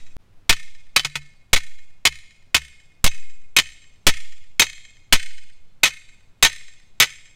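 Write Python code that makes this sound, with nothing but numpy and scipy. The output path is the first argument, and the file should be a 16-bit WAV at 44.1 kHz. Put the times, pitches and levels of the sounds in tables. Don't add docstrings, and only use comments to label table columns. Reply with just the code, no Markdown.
import sys
import numpy as np
from scipy import signal
from scipy.fft import rfft, irfft
from scipy.io import wavfile

SR = 44100
rng = np.random.default_rng(int(sys.argv[2]) if len(sys.argv) > 2 else 0)


def amplitude_ratio(level_db):
    exponent = np.asarray(level_db, float) / 20
    return 10 ** exponent


def transcribe(u):
    v = np.clip(np.atleast_2d(u).T, -1, 1)
    q = np.round(v * 32767).astype(np.int16)
    wavfile.write(sys.argv[1], SR, q)


N = 324135


def in_hz(points, hz):
    table_hz, value = np.transpose(points)
    return np.interp(np.log(hz + 1), np.log(table_hz), value)


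def coloured(spectrum, size):
    hz = np.arange(size // 2 + 1) * SR / size
    x = irfft(rfft(rng.standard_normal(size)) * amplitude_ratio(in_hz(spectrum, hz)), size)
    return x / np.sqrt(np.mean(x ** 2))


def add(out, start_s, x):
    i = round(start_s * SR)
    skip = max(-i, 0)
    out[i + skip:i + len(x)] += x[skip:N - i]


def struck(hz, level_db, t60, t):
    hz, level_db, t60 = np.array([hz, level_db, t60])[:, :, None]
    phase = 2 * np.pi * rng.random(hz.shape)
    modes = amplitude_ratio(level_db - 60 * t / t60) * np.sin(2 * np.pi * hz * t + phase)
    return np.sum(modes, 0)


def flutter(t, depth_db, rate_hz):
    steps = rng.standard_normal(size=200)
    return amplitude_ratio(depth_db * np.interp(t * rate_hz, np.arange(len(steps)), steps))


# freq_hz, density_db (per Hz)
AIR_SPECTRUM = [(20, -9), (95, -2), (200, -13), (330, -19), (2200, -28.5), (4000, -33), (8000, -40.5),
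                (16000, -48)]


def distant_air():
    return amplitude_ratio(-58) * coloured(AIR_SPECTRUM, N)


def wind():
    gust_band = signal.butter(4, [1.2, 16], "band", fs=SR, output="sos")
    gusts = signal.sosfilt(gust_band, rng.standard_normal(N + SR))[SR:]
    return amplitude_ratio(-47) * gusts / np.std(gusts)


# delay_s, level_db, brightness_db (per octave)
WALL_ECHOES = [
    (0.0694, 9, -3),
    (0.1009, 5.5, -1.5),
    (0.133, 1.5, -1.5),
    (0.1803, -5, -5),
    (0.253, -5, -4),
    (0.308, -14, -2.5),
    (.37, -14, -3.5),
]
# freq_hz, t60_s
YARD_DECAY = [(300, 0.25), (1500, 0.9), (3500, 0.98), (8000, 0.95), (12000, .5), (16000, 0.33)]
# freq_hz, level_db
YARD_TONE = [(200, -24.5), (900, -23), (1500, -14), (2200, -8.5), (5000, -9), (9000, -3), (12000, -5),
             (16000, -7)]


def yard_response():
    t = np.arange(SR) / SR
    response = np.zeros(SR)
    edges_hz = 180 * 2 ** np.arange(0, 6.8, .25)
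    white = rng.standard_normal((2, SR)) * flutter(t, 2, 65)
    smear = rng.standard_normal(SR // 40) * np.exp(-t[:SR // 40] / .002)
    smear /= np.linalg.norm(smear)
    delay_s, level_db, bright_db = np.transpose(WALL_ECHOES)
    for k, (low, high) in enumerate(zip(edges_hz, edges_hz[1:])):
        hz = np.sqrt(low * high)
        tail_in = np.clip((t - .03) / 0.025, 0, 1)
        tail = amplitude_ratio(-32.5 - 60 * t / in_hz(YARD_DECAY, hz)) * tail_in * white[k % 2]
        echoes = np.zeros(SR)
        echo_db = level_db - 11.5 + bright_db * np.log2(hz / 2500)
        echoes[(delay_s * SR).astype(int)] = amplitude_ratio(echo_db) * (-1) ** k
        sound = tail + signal.fftconvolve(echoes, smear)[:SR]
        band = signal.butter(2, [low, high], "band", fs=SR, output="sos")
        response += amplitude_ratio(in_hz(YARD_TONE, hz)) * signal.sosfilt(band, sound)
    return response


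# freq_hz, t60_s
GROUND_MODES = [
    (65.4, 0.43),
    (144.4, 0.32),
    (105, 0.095),
]


def ground_thud(drive_db, square_db, soil_db, t):
    hz, t60 = np.transpose(GROUND_MODES)
    plank_db = -40 - 0.2154 * square_db
    jolt_db = -33 + 0.5 * drive_db
    return struck(hz, [soil_db, plank_db, jolt_db], t60, t) * np.minimum(t / 0.0039, 1)


# freq_hz, level_db (against the yard share), t60_s
DRIVER_HUM = [(2136, -19.5, 0.81), (2160, -21, 0.8), (1770, -25, 0.58), (2486, -25.5, 1), (2600, -25, 0.42)]


def driver_hum(drive_db, yard_db, t):
    level = amplitude_ratio(yard_db + 0.47 * drive_db)
    swell = np.minimum(t / 0.065, 1)
    return level * struck(*np.transpose(DRIVER_HUM), t) * swell * flutter(t, 4, 49)


# multiple (of POST_HZ), t60_s, wall_db (extra towards the walls),
# level_db, growth_db (per dB of squareness)
POST_WAVES = [(2, 0.07, -1, -5.5, 0.68), (3, 0.089, -3, -10, 1.3), (5, 0.11, 1, -15, 1.73),
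              (6, 0.064, 5.5, -14, 1.25), (10, 0.038, -10.5, -21.5, 3.05)]
POST_HZ = 1260.5


def post_ring(square_db, t):
    multiple, t60, wall_db, base_db, growth = np.transpose(POST_WAVES)
    hz, ring_db = multiple * POST_HZ, base_db + growth * square_db
    near = np.zeros(len(t))
    for mode_hz, mode_db, mode_t60 in zip(hz, ring_db, t60):
        near += struck([mode_hz], [mode_db], [mode_t60], t) * flutter(t, 4.5, 140)
    return near, struck(hz, ring_db + wall_db, t60, t)


# freq_hz, level_db, longer (t60 relative to the blow)
BENDING_MODES = [(913, -20.5, 0.67), (1105.5, -19, 0.54), (1287.3, -14.5, 0.64), (1509.5, -16, 0.74),
                 (1815.6, -16, 1), (1986, -15, 0.8), (2186, -25, 1.1), (2188, -10, 0.64), (2250, -10, 0.38),
                 (2897, -16, 0.81), (3060, -13.5, 0.95), (3301, -7, 0.49), (3458, -9, 0.69),
                 (3642, -11, 0.45), (3951, -10, 0.64), (4205, -16, 0.86), (4516, -11, 0.5),
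                 (4717, -16, 0.25), (4832, -14, 0.4), (5118, -12, 0.4), (5210, -13.5, 0.13),
                 (6180, -24.5, 0.41), (6850, -23, 1.1), (8370, -19.5, 0.11), (8400, -18.5, 0.51),
                 (8900, -32.5, 0.29)]
# freq_hz, density_db (per Hz)
CRASH_SPECTRUM = [(40, -32), (130, -14), (450, -10.5), (1500, -6.5), (2300, 4.5), (3500, -3), (6000, -3.5),
                  (10000, -14.5), (15500, -26.5), (17000, -57)]


def clang(t60):
    t = np.arange(SR // 4) / SR
    rattle = np.interp(t, np.arange(100) / 400, rng.standard_normal(100))
    hz, level_db, longer = np.transpose(BENDING_MODES)
    level_db = level_db + 3.0 * rng.standard_normal(len(hz))
    crash = amplitude_ratio(-6.0) * coloured(CRASH_SPECTRUM, len(t)) * amplitude_ratio(-60 * t / (0.85 * t60))
    modes = amplitude_ratio(-2) * struck(hz, level_db, t60 * longer, t)
    contact = np.minimum(t / 0.0016, 1) ** 2
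    return (modes + crash) * contact * amplitude_ratio(2.5 * rattle)


def earlier_tail(room):
    t = np.arange(N) / SR
    multiple, t60, _, base_db, _ = np.transpose(POST_WAVES)
    ring = struck(multiple * POST_HZ, base_db - 4, t60, t[:SR // 4])
    blow = amplitude_ratio(-22) * (clang(0.093) + ring)
    tail = np.zeros(N)
    add(tail, -.19, signal.fftconvolve(blow, room))
    return tail + .045 * np.sin(2 * np.pi * 4.3 * t)


# start_s, drive_db, t60_s
BOUNCES = [(0.5254, -7, 0.03), (0.5318, -14, 0.046), (0.994, -16, 0.08), (1.5600, -8, 0.083),
           (1.5750, -13, 0.036), (2.069, -5, 0.057), (2.563, -12, 0.085), (3.0600, 1, 0.061),
           (3.0750, -5.5, 0.03), (3.5850, 1, 0.07), (3.599, -19, 0.069), (4.086, -3.5, 0.072),
           (4.6170, -3, 0.09), (5.149, -14, 0.1), (5.854, -6.5, 0.11), (5.875, -9.5, 0.048),
           (6.447, 1.5, 0.077), (6.464, -13.5, 0.092), (7.022, -2.5, 0.093), (7.0400, -16.5, 0.057)]


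def hit_with_bounces(start_s, drive_db, t60):
    hit = np.zeros(SR * 3 // 4)
    add(hit, 0, amplitude_ratio(drive_db) * clang(t60))
    for bounce_s, bounce_db, bounce_t60 in BOUNCES:
        if 0 < bounce_s - start_s < .06:
            add(hit, bounce_s - start_s, amplitude_ratio(bounce_db) * clang(bounce_t60))
    return hit


# start_s, drive_db, clang_t60_s, squareness_db, soil_thud_db
DRIVER_BLOWS = [(0.4938, 5, 0.085, -6, -51), (0.962, 0.5, 0.083, -8, -45.5),
                (1.0467, -11.5, 0.079, -25.5, -52), (1.1546, -12, 0.07, -25.5, -45),
                (1.531, 7, 0.056, -4.5, -39.5), (2.0521, 3.5, 0.06, -9, -33), (2.545, 4.5, 0.069, -6, -32),
                (3.0425, 6, 0.064, 1.5, -37), (3.5650, 0.5, 0.072, 1.5, -37), (4.0669, 13, 0.06, -1.5, -33),
                (4.5955, 8.5, 0.045, 5, -38.5), (5.125, 13, 0.06, -0.5, -48),
                (5.8329, 5.5, 0.064, 1.5, -42), (6.4260, 10, 0.054, 4.5, -37), (7.0003, 5, 0.083, 4, -45.5)]


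def driven_post():
    near, far, ground = np.zeros(N), np.zeros(N), np.zeros(N)
    t = np.arange(SR * 3 // 4) / SR
    for start_s, drive_db, t60, square_db, soil_db in DRIVER_BLOWS:
        yard_db = -25 - 0.1276 * drive_db
        hit = hit_with_bounces(start_s, drive_db, t60)
        ring_near, ring_far = post_ring(square_db, t)
        add(near, start_s, hit + ring_near + driver_hum(drive_db, yard_db, t))
        add(far, start_s, amplitude_ratio(yard_db) * (hit + ring_far))
        add(ground, start_s, ground_thud(drive_db, square_db, soil_db, t))
    return near, far, ground


# start_s, offset (signed, of full scale)
DIAPHRAGM_SHOVES = [
    (.495, -.5),
    (1.531, -.64),
    (3.042, 1.2),
    (4.067, -.95),
    (5.125, -.9),
    (6.426, .19),
]


def diaphragm():
    out, t = np.zeros(N), np.arange(SR) / SR
    quick_s, slow_s, rise_s = .045, .15, 0.0017
    sag = (slow_s * np.exp(-t / quick_s) - quick_s * np.exp(-t / slow_s)) / (slow_s - quick_s)
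    shape = sag * (1 - np.exp(-t / rise_s))
    for start_s, offset in DIAPHRAGM_SHOVES:
        add(out, start_s, offset * shape)
    return out


def shove_tones():
    out, t = np.zeros(N), np.arange(SR // 4) / SR
    for start_s, offset in DIAPHRAGM_SHOVES:
        tones = struck([130, 175], [-23.5, -27], [.12, .08], t)
        add(out, start_s, abs(offset) * tones * np.minimum(t / .004, 1))
    return out


def ducking():
    dip_db, t = np.zeros(N), np.arange(SR) / SR
    for start_s, drive_db, *rest in DRIVER_BLOWS:
        add(dip_db, start_s, -.25 * (drive_db + 15.0) * np.exp(-t / 0.5))
    for start_s, offset in DIAPHRAGM_SHOVES:
        add(dip_db, start_s, -8 * abs(offset) * np.exp(-t / 0.23))
    return amplitude_ratio(dip_db)


def overload(x):
    rail = .5
    return x / (1 + np.abs(x / rail) ** 10) ** .1


def scene():
    change_s = .1672
    t = np.arange(N) / SR
    near, far, ground = driven_post()
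    room = yard_response()
    earlier = earlier_tail(room) * (t < change_s)
    quiet = distant_air() * ducking() + wind()
    fade_in = np.clip((t - change_s - .008) / .03, 0, 1)
    fade = np.where(t < change_s, 1, fade_in)
    yard = signal.fftconvolve(far, room)[:N]
    mix = near + yard + diaphragm() + quiet * fade + earlier
    return (overload(mix) + ground + shove_tones())[None]


def top_cut(x):
    return signal.sosfilt(signal.butter(12, 17100, fs=SR, output="sos"), x)


def record(dry):
    low_pass = signal.cheby2(10, 60, 17300, fs=SR, output="sos")
    return top_cut(signal.sosfilt(low_pass, dry))


dry = scene()
out = record(dry)
transcribe(out)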